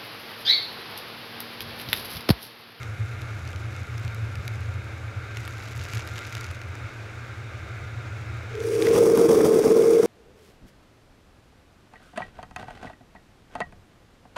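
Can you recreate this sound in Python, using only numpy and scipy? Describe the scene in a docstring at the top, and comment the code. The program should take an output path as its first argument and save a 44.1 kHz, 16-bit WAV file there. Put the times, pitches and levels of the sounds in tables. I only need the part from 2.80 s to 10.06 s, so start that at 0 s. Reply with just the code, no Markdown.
"""Inside a car in a wash tunnel

Machinery rumbles and brushes thud in the cabin's bass resonances, distant sprays hiss through the
windows and rinse water patters on the windscreen. Then the car rolls into the dryer: its air jet howls
with a flutter, rings and thumps the body panels and hisses over the glass in gusts.
A limiter holds the peaks down."""
import sys
import numpy as np
from scipy import signal
from scipy.fft import rfft, irfft
from scipy.io import wavfile
from scipy.ndimage import uniform_filter1d, minimum_filter1d

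SR = 44100
rng = np.random.default_rng(int(sys.argv[2]) if len(sys.argv) > 2 else 0)


def to_wav(s):
    """Save 16-bit WAV."""
    ch = np.atleast_2d(s).T  # columns
    pcm = np.round(np.clip(ch, -1, 1) * 32767)  # PCM
    wavfile.write(sys.argv[1], SR, pcm.astype(np.int16))


N = 320151
TIME = np.arange(N) / SR
JET_EDGE_S, JET_CORE_S = 5.702, 6.196  # the jet touches the car, then hits it fully

# response of the windscreen to a drop: (frequency [Hz], relative level [dB])
GLASS_RESPONSE = [(300, -8), (900, -2), (1500, 2), (2600, 4), (3200, -2), (5300, -3.5), (6900, -1),
                  (9000, -11.5), (11000, -6.5), (13000, -12), (15500, -20)]


def undb(db):
    """Amplitude ratio of a level in decibels."""
    return 10 ** (np.asarray(db) / 20)


def unit(x):
    """Normalisation to rms 1."""
    return x / np.sqrt(np.mean(x ** 2))


def unit_attack(x):
    """Normalisation of a transient to rms 1 over its first 4 ms."""
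    return x / np.sqrt(np.mean(x[:int(.004 * SR)] ** 2))


def add(out, s, hit):
    """Superposition of a transient at time s."""
    start = int(s * SR)
    out[start:start + len(hit)] += hit[:N - start]


def curve(table):
    """Linear interpolation of (time, value) rows at every sample."""
    return np.interp(TIME, *np.transpose(table))


def during(start, end, edge):
    """Soft-edged gate, open from start to end."""
    return (np.tanh((TIME - start) / edge) - np.tanh((TIME - end) / edge)) / 2


def moments(times, length):
    """Gaussian pulses of height 1 and about the given length, one at each time."""
    return sum(np.exp(-(2 * (TIME - s) / length) ** 2) for s in times)


def walk(rate):
    """Random modulation: noise low-passed at rate [Hz], rms 1."""
    f = np.fft.rfftfreq(N, 1 / SR)
    return unit(irfft(rfft(rng.standard_normal(N)) / (1 + (f / rate) ** 2), N))


def butterworth(x, order, hz, kind):
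    """Causal filter with a maximally flat passband."""
    return signal.sosfilt(signal.butter(order, hz, kind, fs=SR, output="sos"), x)


def colour(x, points, size=8192):
    """Minimum-phase filter with the given (frequency, level) outline and unit power gain."""
    hz, db = np.transpose(points)
    f = np.fft.rfftfreq(size, 1 / SR)
    magnitude = undb(np.interp(np.log(f + 1), np.log(hz), db))
    cepstrum = irfft(np.log(magnitude))
    cepstrum[1:size // 2] *= 2
    cepstrum[size // 2 + 1:] = 0
    impulse_response = irfft(np.exp(rfft(cepstrum)))
    return signal.fftconvolve(x, impulse_response / np.linalg.norm(impulse_response))[:len(x)]


def resonate(modes, order=2):
    """Noise-driven (frequency, width, level) resonances, steeper-sided at higher order; rms 1."""
    f = np.fft.rfftfreq(N, 1 / SR) + 1e-9
    power = 0
    for hz, width, db in modes:
        detuning = (f - hz * hz / f) / (2 * width)
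        power += undb(db) ** 2 / (1 + 2 / order * detuning ** 2) ** order
    return unit(irfft(rfft(rng.standard_normal(N)) * np.sqrt(power), N))


def steady(x, seconds, share):
    """Envelope flattening: a constant drive evens out a share of a resonance's swells; rms 1."""
    size = int(seconds * SR) + 1
    power = uniform_filter1d(uniform_filter1d(x ** 2, size), size)
    return unit(x / np.abs(power) ** (share / 2))


def tone(hz, waver, rate):
    """A sinusoid under random amplitude and phase modulation at rate [Hz]; rms 1."""
    shake = 1 + waver * (walk(rate) + 1j * walk(rate))
    return unit(np.real(shake * np.exp(2j * np.pi * hz * TIME)))


def tap(hz, t60, size=1024):
    """Damped free vibration of a struck plate, building up over its first cycle."""
    t = np.arange(size) / SR
    onset = 1 - np.exp(-hz * t)
    return unit_attack(np.sin(2 * np.pi * hz * t) * onset * np.exp(-np.log(1000) * t / t60))


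def splash(low_hz, high_hz, t60, size=1024):
    """Impact noise: the tiny impacts of bursting water merge into a decaying band of noise."""
    cluster = rng.standard_normal(size) * np.exp(-np.log(1000) * np.arange(size) / SR / t60)
    return unit_attack(butterworth(cluster, 2, [low_hz, high_hz], "band"))


def patter(per_second, spread_db):
    """Shot noise: random drops, mostly tiny, excite the glass, each with a trace of spatter."""
    lands = rng.random(N) < per_second / SR
    strength = undb(spread_db * np.minimum(rng.exponential(size=N), 3.2))
    hits = lands * strength * rng.choice([-1, 1], N)
    spatter_power = signal.lfilter([1], [1, -np.exp(-1 / (.0004 * SR))], hits ** 2)
    spatter = undb(-18) * np.sqrt(spatter_power) * rng.standard_normal(N)
    return colour(hits + spatter, GLASS_RESPONSE)


def water_flow(drizzle_db=-67.5):
    """Incoherent addition: showers and stray drizzle sum in power to the water's amplitude."""
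    # showers of rinse water that the car passes through: (start [s], end [s], relative level [dB])
    showers = [(-.1, 1.94, -64), (.66, 1.21, -67), (2.58, 3.76, -56), (3.0, 3.62, -55.5),
               (3.13, 3.22, -51.5)]
    power = sum(undb(db) ** 2 * during(start, end, edge=.05) for start, end, db in showers)
    return np.sqrt(undb(drizzle_db) ** 2 + power)


def jet_exposure(power, edge_s=JET_EDGE_S):
    """Power-law rise, 0 to 1, as the car enters the jet; a higher power needs more of its core."""
    return np.clip((TIME - edge_s) / (JET_CORE_S - edge_s), 0, 1) ** power


def nozzle(start_db=-69, fade_db_per_s=2):
    """Attenuation with distance: the thin hiss of a fine nozzle fades as the car leaves it behind."""
    return resonate([(11000, 980, 0)]) * undb(start_db - fade_db_per_s * TIME)


def machinery(boom_band_hz=(63, 130), thud_half_s=0.035):
    """Forced cavity resonance: pumps and brushes drive the cabin's modes, over faint motor tones."""
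    # machinery rumble, left behind at the dryer: (time [s], drive level [dB])
    rumble_levels = [(0, -33), (1.45, -33), (1.98, -30), (2.08, -35.5), (4.15, -38.5), (5.3, -33.5),
                     (6.2, -37.5), (6.4, -62)]
    # brushes striking the body: (time [s], drive level [dB])
    brush_thuds = [(.22, -26.5), (.76, -36), (.88, -33), (1.17, -30), (1.26, -28), (1.43, -25),
                   (1.60, -29.5), (1.77, -31), (1.88, -33), (2.24, -33.5), (2.37, -32), (2.59, -32),
                   (2.99, -28), (3.16, -28.5), (3.30, -33), (3.57, -34), (3.70, -33.5), (3.88, -33),
                   (4.03, -33.5), (5.14, -32), (5.52, -30.5)]
    # bass modes of the cabin: (frequency [Hz], width [Hz], relative level [dB])
    cabin_modes = [(85.5, 6.5, -1.5), (105.7, 4.2, -2.5), (113.7, 10.1, 1.5), (99.5, 180, -18.5)]
    # steady pump motors: (frequency [Hz], level [dB])
    motor_tones = [(39.5, -62), (323, -61.5)]
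    thuds = sum(undb(db) * moments([s], 2 * thud_half_s) for s, db in brush_thuds)
    drive = np.hypot(undb(curve(rumble_levels)), thuds)
    boom = steady(resonate(cabin_modes, order=4), seconds=0.086, share=1.0) * drive
    boom = butterworth(boom, 2, boom_band_hz, "band")
    next_mode = resonate([(201, 38, 0)]) * drive * undb(-25)
    motors = sum(tone(hz, waver=hz / 900, rate=hz / 80) * undb(db) for hz, db in motor_tones)
    return boom + next_mode + motors


def sprays(wash_db=-43.5, window_db=-48.5):
    """Transmission loss: the windows dull the distant sprays and ring, more so under rinse water."""
    # sprays through the closed windows: (frequency [Hz], relative level [dB])
    wash_spectrum = [(30, -4), (60, -0.5), (180, -5), (250, -1), (325, 2), (520, 0.8), (1020, -6),
                     (1250, -1), (1580, 2.5), (1850, -5.5), (2450, -3.5), (3000, -13), (4300, -17),
                     (7000, -21), (9000, -29.5), (11300, -34), (12500, -37), (16000, -38)]
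    # side window resonances: (frequency [Hz], width [Hz], relative level [dB])
    window_modes = [(1214, 36, 1), (1391, 55, 4.5), (1576, 28, 0), (2167, 176, -0.5), (3700, 224, -11)]
    wash = colour(rng.standard_normal(N), wash_spectrum) * undb(wash_db + .5 * walk(8.2))
    drive = np.hypot(undb(window_db), water_flow() * undb(5))
    panes = resonate(window_modes) * drive * undb(1.5 * walk(6.1))
    return wash + panes


def rinse(fine_db=-2.0, soft_db=4.0, mist_db=-12.5):
    """Random impacts on the windscreen: fine drops tick, soft splats sound dull and mist sizzles."""
    fine = butterworth(patter(per_second=340, spread_db=5.7), 1, 3200, "high")
    soft = butterworth(patter(per_second=750, spread_db=5.5), 2, [1500, 6200], "band")
    mist = butterworth(colour(rng.standard_normal(N), GLASS_RESPONSE), 2, 3500, "high")
    water = unit(fine) * undb(fine_db) + unit(soft) * undb(soft_db) + unit(mist) * undb(mist_db)
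    clustering = undb(1.8 * walk(22))
    return water * water_flow() * clustering


def drops():
    """Impulse excitation: each big drop rings the glass at a pitch set by where it lands, and bursts."""
    # big drops on the windscreen, from the arches in the wash and, from 5.75 s, driven by the jet, levels
    # relative: (time [s], knock [dB], splat [dB], fine spatter [dB])
    big_drops = [(0.0312, -41, -44, -56), (0.418, -48, -44, -56), (0.676, -46, -44, -60),
                 (0.6894, -50, -48, -64), (0.731, -46, -50, -63), (0.7605, -43, -45, -62),
                 (0.9644, -47, -47, -62), (1.1796, -48, -43, -58), (1.2492, -53, -45.5, -61),
                 (1.279, -43, -46, -59), (1.3469, -54, -47, -51), (1.555, -42, -42.5, -56),
                 (1.6786, -34, -36, -45.5), (2.5707, -36, -40, -53), (2.6515, -41, -43, -58),
                 (2.6776, -34.5, -55, -44.5), (3.052, -35.5, -50, -60), (3.1357, -40, -46, -56),
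                 (3.1486, -41, -44, -46), (3.1722, -37, -39, -57), (3.1938, -38, -42, -59),
                 (3.2744, -43, -42, -47), (3.381, -39, -43, -52), (3.39, -42, -41, -55),
                 (3.5253, -40, -46, -55), (3.5516, -32.5, -43, -47), (3.569, -37.5, -48, -54),
                 (3.6102, -43, -41, -49), (3.6432, -43, -38, -56), (3.7125, -40, -45, -53),
                 (3.8162, -38.5, -46, -60), (3.9533, -42, -47, -58), (5.7533, -46, -46, -63),
                 (5.8033, -52, -42, -60), (5.838, -42, -48, -57), (5.8868, -40, -42, -55),
                 (6.023, -34, -30, -54), (6.067, -39, -38, -45), (6.07, -28.5, -47, -46),
                 (6.3746, -47, -36, -33)]
    out = np.zeros(N)
    for s, knock_db, splat_db, spatter_db in big_drops:
        knock = .4 * tap(rng.uniform(1400, 2700), t60=.01) + .9 * splash(750, 3000, t60=.006)
        splat = splash(3200, 6740, t60=0.007) * undb(splat_db - 0.9)
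        spatter = splash(10200, 12700, t60=0.0037) * undb(spatter_db)
        add(out, s, knock * undb(knock_db + 1) + splat + spatter)
    return out


def blown_droplets(level_db=-48.5):
    """Shot noise: fine droplets carried by the jet crackle on the glass, from its very edge on."""
    ticks = butterworth(patter(per_second=420, spread_db=5), 2, 2800, "high")
    return unit(ticks) * jet_exposure(power=1.1) * undb(level_db)


def flung_water(clear_s=6.16, gain_db=-35.5, rise_db_per_s=36, fall_db_per_s=200):
    """Air drag: the jet flings standing water over the windscreen, ever harder until the glass clears."""
    fade_db = np.maximum(rise_db_per_s * (clear_s - TIME), fall_db_per_s * (TIME - clear_s))
    spray = butterworth(unit(patter(per_second=1000, spread_db=4.0)), 1, 3800, "low")
    return spray * (TIME > JET_EDGE_S) * undb(gain_db - fade_db)


def thumps(modes_hz=(190, 280), slap_db=-7.5):
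    """Damped plate vibration: slugs of air and water slap the bonnet and its sheet metal rings dully."""
    # slugs hitting the bonnet: (time [s], level [dB])
    slugs = [(6.16, -21), (6.265, -25), (6.298, -27), (6.374, -19), (6.389, -27), (6.491, -24),
             (6.605, -21.5), (6.839, -24.5), (6.876, -23), (6.91, -23.5), (7.231, -27)]
    out = np.zeros(N)
    for s, db in slugs:
        ring = sum(tap(hz * rng.uniform(.85, 1.15), t60=.035, size=4096) for hz in modes_hz) / 2
        slap = splash(550, 1400, t60=.03, size=4096)
        add(out, s, (ring + slap * undb(slap_db)) * undb(db))
    return out


def air_rush(buffet_db=-24, hiss_db=-39.5, lull_db=-8.5, reaches_glass_s=5.785, leaves_glass_s=6.8):
    """Turbulent flow noise: gusts buffet the body and hiss on the glass, easing as the jet moves on."""
    # hard gusts of the jet: (time [s], length [s], boost [dB])
    gusts = [(6.174, 0.082, 4.5), (6.401, 0.02, 3), (6.533, 0.064, 4), (6.655, 0.02, 4.5),
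             (6.85, 0.044, 4.5), (7.243, 0.024, 5)]
    # brief lulls in the rush of air: (time [s])
    lulls = [6.12, 6.335, 6.477, 6.825, 6.935, 7.208]
    # turbulence on the body: (frequency [Hz], relative level [dB])
    buffet_spectrum = [(30, -38), (70, -11), (140, -2), (230, 3), (330, 4), (480, 7.5), (570, -1.5),
                       (800, -10), (950, -12.5), (1060, -11.5), (1130, -13), (1280, -11), (1420, -25),
                       (3000, -37)]
    # air over the glass: (frequency [Hz], relative level [dB])
    hiss_spectrum = [(1000, -9), (2200, -1), (2900, -9.5), (3400, 0.5), (4150, -10.5), (4750, 1.5),
                     (5200, -0.5), (5600, 5), (7500, -5), (8700, 1.5), (10000, -3.5), (11200, -2),
                     (11900, -12), (12900, -8), (16000, -10)]
    past_s = np.maximum(TIME - leaves_glass_s, 0)
    gust_db = sum(db / (1 + (2 * (TIME - s) / length) ** 4) for s, length, db in gusts)
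    gust_db += 2.5 * walk(58)  # flutter
    gust_db += lull_db * moments(lulls, length=0.019)
    # a gust stirs the small eddies more than the large, low ones
    eddies = colour(rng.standard_normal(N), buffet_spectrum)
    rumble = signal.sosfiltfilt(signal.butter(3, 520, fs=SR, output="sos"), eddies)
    buffet = rumble * undb(0.66 * gust_db) + (eddies - rumble) * undb(gust_db)
    buffet *= undb(buffet_db - 10.5 * past_s)
    # water torn off the glass makes the hiss grainy and comes in spurts
    grain = unit(rng.standard_normal(N) * undb(walk(900)))
    spurts = undb(1.95 * walk(120))
    hiss = colour(grain * spurts, hiss_spectrum) * undb(hiss_db + 0.61 * gust_db - 7 * past_s)
    return buffet * jet_exposure(power=2.4) + hiss * jet_exposure(power=0.66, edge_s=reaches_glass_s)


def howl(eddies_per_s=45, ring_s=0.015, hold=0.8):
    """Perturbed oscillation: eddies kick the jet's tone at uneven intervals; it relaxes after each."""
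    # pitch of the howl: (time [s], frequency [Hz])
    pitch_track = [(6.3, 455.7), (6.44, 465), (6.58, 447), (6.75, 448.2), (7.15, 458.7)]
    times = np.cumsum(rng.gamma(4, 1 / (4 * eddies_per_s), size=600))
    kick_samples = (times[times < N / SR] * SR).astype(int)
    kicks = np.zeros(N, complex)
    kicks[kick_samples] = np.exp(1j * rng.standard_normal(len(kick_samples)))
    flutter = signal.lfilter([1], [1, -np.exp(-1 / (ring_s * SR))], uniform_filter1d(kicks, size=90))
    carrier = np.exp(2j * np.pi * np.cumsum(curve(pitch_track)) / SR)
    return unit(np.real((hold + flutter) * carrier))


def body_roar(roar_db=-17.5, howl_db=-2, surge_db=9, lift_db=1.5, stall_db=-16.5):
    """Forced vibration: the howling jet rings the body panels, which sink whenever the howl surges."""
    # panel modes, the strongest first: (frequency [Hz], width [Hz], relative level [dB])
    panel_modes = [(417.8, 17, -2), (323.8, 14, -5), (367.5, 19, -6.5), (468, 15, -2.5), (526, 9.7, -14),
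                   (1068, 7.1, -23)]
    # the howl takes hold and drowns the panels: (start [s], end [s])
    howl_surges = [(6.068, 6.125), (6.205, 6.252), (6.266, 6.35), (6.38, 6.468), (6.495, 6.545),
                   (6.565, 6.59), (6.709, 6.765), (6.845, 6.88), (6.9, 6.93), (6.964, 7.02), (7.06, 7.21)]
    # the whole roar stalls for an instant: (time [s])
    stalls = [5.3, 6.828, 7.222]
    surge = sum(during(start, end, edge=0.0045) for start, end in howl_surges)
    # the jet's edge rings only the strongest panel, its core all of them
    strongest = steady(resonate(panel_modes[:1]), seconds=0.032, share=0.7)
    others = steady(resonate(panel_modes[1:]), seconds=0.031, share=0.59)
    panels = unit(strongest + jet_exposure(power=0.83) * others)
    roar = steady(panels + howl() * undb(howl_db + surge_db * surge), seconds=0.036, share=0.93)
    level_db = roar_db + lift_db * surge + stall_db * moments(stalls, length=0.014)
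    return roar * jet_exposure(power=0.9) * undb(level_db)


def scene():
    """Superposition of wash and dryer behind the windscreen, in one channel."""
    wash = machinery() + sprays() + nozzle() + rinse() + drops()
    dryer = body_roar() + air_rush() + thumps() + flung_water() + blown_droplets()
    return (wash + dryer)[None]


def record(dry, ceiling_db=-6, top_hz=15700):
    """Peak and band limiting: a fast gain dip holds the dryer down and a steep low-pass cuts the top."""
    wanted = np.minimum(1, undb(ceiling_db) / (np.abs(dry) + 1e-9))
    gain = uniform_filter1d(minimum_filter1d(wanted, size=400), size=400)
    return signal.sosfilt(signal.ellip(12, .2, 95, top_hz, fs=SR, output="sos"), dry * gain)


dry = scene()
out = record(dry)
to_wav(out)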